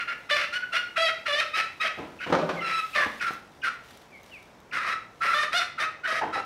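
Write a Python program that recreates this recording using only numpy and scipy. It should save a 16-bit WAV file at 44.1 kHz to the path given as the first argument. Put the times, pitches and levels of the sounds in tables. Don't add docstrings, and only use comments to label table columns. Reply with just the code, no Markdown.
import sys
import numpy as np
from scipy import signal
from scipy.fft import rfft, irfft, next_fast_len
from scipy.io import wavfile

SR = 44100
rng = np.random.default_rng(int(sys.argv[2]) if len(sys.argv) > 2 else 0)


def log_audio(samples):
    frames = np.atleast_2d(samples).T
    limited = np.clip(frames, -1, 1)
    pcm = np.round(limited * 32767).astype(np.int16)
    wavfile.write(sys.argv[1], SR, pcm)


N = 284445
TIME = np.arange(N) / SR


def amp(db):
    return 10 ** (np.asarray(db) / 20)


def unit(x):
    return x / np.sqrt(np.mean(x ** 2) + 1e-20)


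def read(points, hz):
    freq_hz, value = np.transpose(points)
    return np.interp(np.log(hz + 1), np.log(freq_hz + 1), value)


def colour(x, spectrum):
    return irfft(rfft(x) * amp(read(spectrum, np.fft.rfftfreq(len(x), 1 / SR))), len(x))


def noise(spectrum):
    return unit(colour(rng.standard_normal(next_fast_len(N, True)), spectrum)[:N])


def wander(hz):
    return unit(signal.sosfilt(signal.butter(2, hz, fs=SR, output="sos"), rng.standard_normal(N)))


def treble(x, hz):
    return signal.sosfiltfilt(signal.butter(2, hz, "high", fs=SR, output="sos"), x)


def gate(t, length, attack, release):
    return np.sin(np.pi / 2 * np.clip(np.minimum(t / attack, (length - t) / release), 0, 1)) ** 2


def add(mix, start_s, sound):
    part = mix[max(round(start_s * SR), 0):][:len(sound)]
    part += sound[:len(part)]


# freq_hz, level_db
YARD_COLOUR = [(21, -28), (35, -0.5), (97, 2), (826, 0), (1770, -8.5), (2290, -11.5), (4330, -28),
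               (5450, -18.5), (11700, -38), (15500, -37)]
def yard(level_db=-54):
    return amp(level_db) * noise(YARD_COLOUR)


# freq_hz, fade_s
ECHO_FADE = [(150, .7), (500, .57), (1400, .42), (3000, .45), (6000, .4), (14000, .28)]
def garage(x, echo_db, build_s=0.00078):
    t = np.arange(SR) / SR
    echoes = rng.choice([-1., 1.], SR) * (rng.random(SR) < 4000 / SR) * (1 - np.exp(-t / build_s))
    hz, when, bands = signal.stft(echoes, SR, nperseg=256)
    tail = signal.istft(bands * amp(-60 * when / read(ECHO_FADE, hz)[:, None]), SR, nperseg=256)[1]
    return x + amp(echo_db) * signal.fftconvolve(x, tail / np.linalg.norm(tail))[:N]


# time_s, level_db
RUSTLE_LEVELS = [(0, -61), (2.1, -61.5), (2.65, -55.5), (2.95, -48.5), (3.2, -54), (3.34, -51),
                 (3.42, -64.5), (3.8, -65), (3.89, -53.5), (4.1, -65.5), (4.27, -58.5), (4.6, -68),
                 (5.15, -67), (5.35, -46), (5.55, -74)]
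# freq_hz, level_db
CLOTH_COLOUR = [(300, -2), (1500, 7.5), (3500, 8.5), (7000, -2.5), (12000, -6), (15500, -12)]
def rustle(grain_db=2.5):
    level_db = np.interp(TIME, *np.transpose(RUSTLE_LEVELS))
    return amp(level_db) * unit(noise(CLOTH_COLOUR) * amp(grain_db * wander(150)))


# start_s, level_db, decay_s
BOOT_SCUFFS = [(1.97, -35, 0.083), (2.261, -29.5, 0.044), (2.296, -31, 0.029), (3.062, -28, 0.01),
               (3.304, -30, 0.007), (6.215, -36, 0.12), (6.35, -63, 0.036)]
# freq_hz, level_db
BOOT_COLOUR = [(60, -15), (140, -9), (250, -0.5), (650, -4), (1100, -7), (3000, -19.5), (12000, -50)]
def scuffs():
    force, t = np.zeros(N), np.arange(SR // 3) / SR
    for start_s, db, decay_s in BOOT_SCUFFS:
        add(force, start_s, amp(db) * np.exp(-t / decay_s) * np.minimum(t / (0.22 * decay_s), 1))
    return force * noise(BOOT_COLOUR)


# start_s, strength_db
CAGE_TICKS = [(3.304, -49), (3.335, -33), (3.74, -43.5), (3.974, -36.5), (4.233, -39), (4.428, -39),
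              (4.603, -43)]
# pitch_hz, level_db, fade_s
WIRE_NOTES = [(2450, -12, 0.056), (3930, 1.5, 0.028), (5980, 0, 0.03), (7960, -17, 0.021),
              (12640, -14, 0.027)]
def cage(level_db=-8, detune=0.064):
    out, t = np.zeros(N), np.arange(SR // 8) / SR
    for start_s, strength_db in CAGE_TICKS:
        ring = np.zeros(len(t))
        for hz, db, fade_s in WIRE_NOTES:
            pitch_hz = hz * (1 + detune * rng.standard_normal())
            ring += amp(db - 60 * t / fade_s) * np.sin(2 * np.pi * pitch_hz * t)
        click = np.exp(-t / 0.00051) * rng.standard_normal(len(t))
        add(out, start_s, amp(strength_db + level_db) * (0.34 * ring + 1.26 * click))
    return out


# start_s, strength_db, rattle_decay_s, treble_db
HUTCH_KNOCKS = [(2.325, -17, 0.018, -9), (2.351, -17, 0.0043, -5.5), (2.385, -34, 0.041, -3),
                (2.426, -30, 0.018, -15), (2.491, -28, 0.019, -1.5), (2.535, -36.5, 0.055, -7)]
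# pitch_hz, width_hz, level_db
WOOD_NOTES = [(164.5, 7.2, 20.7), (340.8, 39, 8.6), (373, 31.4, 9), (523, 9.4, 7.7), (582.4, 88, 13),
              (636, 83, 6.5), (940, 35, 2), (1196, 48, 17.6)]
# freq_hz, level_db
CRACK_COLOUR = [(70, -27), (115, -50), (165, -5), (400, -4.5), (1200, -1), (2500, -8.5), (5500, -19),
                (7500, -30), (15000, -54)]
def hutch(crack_db=-2, ring_db=-3, push=0.23, push_s=0.0027):
    force, bright = np.zeros((2, N))
    t = np.arange(SR // 3) / SR
    for start_s, db, decay_s, treble_db in HUTCH_KNOCKS:
        rattle = amp(db) * np.exp(-t / decay_s) * rng.standard_normal(len(t))
        add(force, start_s, rattle + amp(db) * push * gate(t, push_s, push_s / 2, push_s / 2))
        add(bright, start_s, rattle * amp(treble_db))
    ring = sum(amp(db) * signal.lfilter(*signal.iirpeak(hz, hz / width_hz, fs=SR), force)
               for hz, width_hz, db in WOOD_NOTES)
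    ring -= treble(ring, 2100)
    crack = colour(force + treble(bright - force, 890), CRACK_COLOUR)
    return np.std(force) * (amp(ring_db) * unit(ring) + amp(crack_db) * unit(crack))


def whistle(rows, overtone_db, jitter, rise, fall):
    out, unsteady = np.zeros(N), 1 + jitter * wander(460)
    for start_s, length_s, from_hz, to_hz, db in rows:
        on = (TIME >= start_s) & (TIME < start_s + length_s)
        progress = (TIME[on] - start_s) / length_s
        phase = 2 * np.pi * np.cumsum((from_hz + (to_hz - from_hz) * progress) * unsteady[on]) / SR
        note = unit(sum(amp(overtone_db * k) * np.sin((k + 1) * phase) for k in range(3)))
        out[on] += amp(db) * gate(progress, 0.96, rise, fall) * note
    return out


# start_s, length_s, from_hz, to_hz, level_db
CHICK_PEEPS = [(2.56, .056, 2188, 2020, -35.5), (4.108, 0.077, 2490, 2006, -49),
               (4.298, .1, 3170, 1960, -46)]
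def peeps():
    return whistle(CHICK_PEEPS, overtone_db=-29, jitter=0.013, rise=0.43, fall=0.24)


# start_s, length_s, from_hz, to_hz, level_db
CHICK_CLUCKS = [(3.05, .026, 1302, 607.5, -36.5), (6.21, 0.0424, 920.5, 820, -26.5),
                (6.352, 0.0377, 852, 722, -29.5)]
def clucks():
    notes = whistle(CHICK_CLUCKS, overtone_db=-10.5, jitter=0.118, rise=0.19, fall=0.23)
    return notes * (1 + 0.35 * wander(339))


# freq_hz, level_db
HUTCH_COLOUR = [(300, -2.5), (620, 1.5), (1200, -2), (2000, 2), (2700, 6.5), (3600, 2), (5500, 1.5),
                (9000, -1), (15000, 0.5)]
def lifted(voice, clear_s=3.18, lift_s=.5):
    inside = np.clip((clear_s - TIME) / lift_s, 0, 1)
    return colour(voice * inside, HUTCH_COLOUR) + voice * (1 - inside)


def carried(voice, echo_db, cycle_s=1.96):
    place = 2 * np.pi * TIME / cycle_s
    return sum(garage(voice * (1 + np.cos(place + 2 * np.pi * k / 3)) / 3, echo_db) for k in range(3))


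# start_s, from_hz, to_hz, level_db
OPENING_SQUEAKS = [(2.186, 2704, 2450, -51.5), (2.604, 3000, 2635, -46), (2.931, 2265, 2955, -41),
                   (3.195, 2721, 2218, -38.5), (3.616, 2968, 2336, -43), (4.71, 2650, 1700, -43),
                   (6.05, 1397, 2000, -26)]
def squeaks(length_s=0.0202, overtone_db=-19, jitter=0.067):
    out, t = np.zeros(N), np.arange(0, length_s, 1 / SR)
    unsteady = 1 + jitter * wander(400)
    for start_s, from_hz, to_hz, db in OPENING_SQUEAKS:
        hz = np.geomspace(from_hz, to_hz, len(t)) * unsteady[TIME >= start_s][:len(t)]
        phase = 2 * np.pi * np.cumsum(hz) / SR
        note = np.sin(phase) + amp(overtone_db) * np.sin(2 * phase)
        add(out, start_s, amp(db) * note * signal.windows.tukey(len(t), .5))
    return out


# start_s, length_s, effort_db, swell_db, pitch_hz, glide_hz, rasp_share, beak_treble_db
HIGH_CALLS = [(-.015, 0.061, -34, -4, 1400, -24.5, 0.66, -2.5), (.069, 0.078, -33, -2, 1403, -39, 0.67, -7),
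              (.287, .176, -32, -1, 1387, -49, 0.86, 1), (.519, 0.067, -31, -1, 1444, 44, 0.38, 3.5),
              (.612, .045, -30, 3, 1473, -14, 0.24, -32), (.717, 0.1, -27, 3.5, 1429, 37.5, 0.09, -2.5),
              (.955, 0.16, -27, -1.5, 1385, 15.5, 0.42, -4.5),
              (1.25, .195, -30, -0.5, 1372, -150, 0.61, -2), (1.53, .13, -31, -6.5, 1318, -0.5, .25, 0.5),
              (1.795, 0.1, -29.5, -0.5, 1297, -20, 0.38, -1), (2.195, 0.067, -37, 2.5, 1457, -19, 0.83, -3),
              (2.602, .213, -30, 8, 1325, -70, 0.25, -2.5), (2.939, 0.12, -29.5, -1, 1330, -83, 0.73, 0),
              (3.201, 0.061, -29.5, -4, 1471, -260, .8, -2.5),
              (3.25, 0.052, -31, 5, 1371, -320, 0.69, -1.5), (3.624, .074, -29, 0, 1451, -330, 0.64, -2.5),
              (4.717, .085, -30.5, 2, 1376, -130, 0.84, -3.5), (4.79, .16, -32, 4, 1329, -17, 0.66, -4),
              (5.203, 0.26, -27, -0.5, 1335, -110, 0.39, -6.5),
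              (5.516, 0.13, -29.5, -2, 1353, -11, 0.74, 0.5), (5.773, 0.095, -29, 2.5, 1326, -100, 0.6, -6),
              (6.028, .18, -33, 1, 1408, -150, 0.61, -7), (6.32, 0.098, -32, -3.5, 1342, -39.5, .5, -2)]
def high_calls(fade_s=0.017, scoop=.11, scoop_s=.01, catch_s=.012, clearing=0.57):
    hz = np.full(N, np.mean(HIGH_CALLS, axis=0)[4])
    effort, rasp, beak_db = np.zeros((3, N))
    quaver = .03 * wander(39.52)
    for start_s, length_s, db, swell_db, pitch_hz, glide_hz, rough, treble_db in HIGH_CALLS:
        on = (TIME >= start_s) & (TIME < start_s + length_s)
        t = TIME[on] - start_s
        from_middle = t / length_s - .5
        effort[on] += amp(db + swell_db * from_middle) * gate(t, length_s, fade_s, fade_s)
        slide_up = 1 - scoop * np.exp(-t / scoop_s)
        hz[on] = (pitch_hz + glide_hz * from_middle) * slide_up * (1 + rough * quaver[on])
        rasp[on] = rough * (1 - clearing * from_middle) * (1 - np.exp(-t / catch_s))
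        beak_db[on] = treble_db
    return hz, effort, rasp, beak_db


# start_s, length_s, pitch_hz,
# arch_hz, glide_hz, low_note_share, rasp_share, extra_effort_db, beak_treble_db
VOICE_BREAKS = [(.305, .07, 581.5, 9, -10, 0.85, 0.19, 4.5, 3.5),
                (.732, .035, 687, 0, 4, 0.74, 0.62, 0, -2.5),
                (.973, 0.12, 637.4, 20, -17, 0.89, 0.15, -2.5, 6.5),
                (1.277, .132, 617, -35.5, 50.5, 0.93, .24, -1.5, 6.5),
                (1.564, 0.043, 637, 1.5, -14, 0.8, 0.86, 0, 2.5),
                (1.833, 0.044, 651, 1.5, -2, 0.81, 0.79, 0, -3.5),
                (2.679, 0.032, 661.6, 0, -2, 0.47, 0.42, -3, 2.5),
                (2.95, 0.097, 584.2, 10.5, -51, 0.71, 0.62, 3, -7),
                (4.871, 0.028, 654.6, 1, 3, .5, 0.7, 3.5, -5),
                (5.228, .042, 622.7, -0.5, 7, 0.64, .8, -1.5, -3.5),
                (5.336, 0.11, 586.6, 23.5, 27, 0.71, .24, -1.5, 3.5),
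                (5.533, 0.078, 626.6, 98, -3, 0.76, 0.27, 0, 6.5),
                (5.793, .04, 599, 1, -2, 0.69, 0.6, -1.5, 2.5),
                (6.069, 0.15, 628.6, 8.5, -20, 0.68, 0.6, 0.5, 2)]
def voice_breaks(hz, effort, rasp, beak_db, flip_s=.008, stumble_s=0.0097, beak_db_per_hz=0.1366):
    in_break, low_note = np.zeros((2, N))
    for start_s, length_s, pitch_hz, arch_hz, glide_hz, depth, rough, push_db, treble_db in VOICE_BREAKS:
        on = (TIME >= start_s) & (TIME < start_s + length_s)
        t = TIME[on] - start_s
        blend = gate(t, length_s, flip_s, flip_s)
        note_hz = pitch_hz + arch_hz * np.sin(np.pi * t / length_s) + glide_hz * (t / length_s - .5)
        in_break[on], low_note[on] = blend, blend * depth
        hz[on] += blend * (2 * note_hz - hz[on])
        rasp[on] += blend * (rough - rasp[on])
        beak_db[on] += blend * (treble_db + beak_db_per_hz * (note_hz - note_hz.mean()) - beak_db[on])
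        effort[on] *= amp(blend * push_db)
        for edge_s, amount in (start_s, 0.37), (start_s + length_s, 0.63):
            rasp += amount * (1 - rasp) * np.exp(-((TIME - edge_s) / stumble_s) ** 2)
    low_note += (1 - in_break) * 0.51 * rasp
    return hz, effort, rasp, beak_db, low_note


# freq_hz, level_db
THROAT_COLOUR = [(350, -17), (620, 10), (900, -0.5), (1350, 8.5), (1800, 11), (2300, -6.5), (2750, -8),
                 (3500, -3), (4400, -14), (5600, -20), (7000, -29.5), (9000, -30), (11000, -32),
                 (15500, -63)]
# freq_hz, level_db
RASP_COLOUR = [(200, -16.5), (400, -14.5), (600, -9), (900, -19), (1350, 2), (1900, 7), (2500, 0.5),
               (3200, -9.5), (5400, -11), (7000, -24.5), (9000, -23.5), (15500, -39.5)]
def squawks(jitter=0.02, waver=0.0152, shimmer=0.27, slip_hz=170, stumble_hz=135, beak_hz=2600):
    hz, effort, rasp, beak_db, low_note = voice_breaks(*high_calls())
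    on = effort > 0
    low_note, rasp = np.clip(low_note[on], 0, 1), np.clip(rasp, 0, .9)
    brightness = amp(beak_db + 3) * np.sqrt(np.minimum(effort / amp(-25.5), 1))
    unsteady = 1 + jitter * rasp * wander(340) + waver * np.sqrt(rasp) * wander(73.5)
    cycles = np.cumsum(hz / 2 * unsteady) / SR
    slip = np.cumsum(slip_hz * rasp ** 2 * wander(505)) / SR
    stumble = np.cumsum(stumble_hz * rasp ** 1.503 * wander(353)) / SR
    tone, power = np.zeros((2, N))
    for k in range(1, 26):
        harmonic_hz = k * hz[on] / 2
        share = low_note ** 3.6 if k == 1 else low_note if k % 2 else 1
        size = amp(read(THROAT_COLOUR, harmonic_hz)) * share
        size *= amp(2.5 * wander(27)[on])
        beak_effect = 1 / (1 + (beak_hz / harmonic_hz) ** 8)
        lag = k ** 2 / 20
        phase = 2 * np.pi * (k * cycles[on] + k % 2 * slip[on] + stumble[on] - lag)
        tone[on] += size * (1 + beak_effect * (brightness[on] - 1)) * np.cos(phase)
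        power[on] += (size * (1 - beak_effect)) ** 2 / 2
    tone /= np.sqrt(power + 1e-9)
    airflow = 1 + 0.37 * np.cos(2 * np.pi * 2 * cycles)
    puffs = unit(colour(rng.standard_normal(N) * airflow, RASP_COLOUR))
    puffs += (brightness - 1) * treble(puffs, beak_hz)
    flutter = np.exp(shimmer * rasp * wander(186))
    return effort * flutter * (np.sqrt(1 - rasp ** 2) * tone + amp(-1) * rasp * puffs)


def scene():
    held_bird = amp(2.5) * carried(lifted(squawks() + squeaks()), echo_db=-1.5)
    other_chicks = clucks() + peeps()
    handling = garage(hutch(), echo_db=-2)
    handling += garage(cage() + rustle(), echo_db=-7.5)
    handling += garage(scuffs(), echo_db=-6)
    return (held_bird + garage(other_chicks, echo_db=-5.5) + handling + yard())[None]


def record(dry, lowest_hz=42, highest_hz=15780):
    thin = signal.sosfilt(signal.butter(2, lowest_hz, "high", fs=SR, output="sos"), dry)
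    treble_cut = signal.firwin(801, highest_hz, window=("kaiser", 9), fs=SR)
    return signal.oaconvolve(thin, treble_cut[None], "same")


dry = scene()
out = record(dry)
log_audio(out)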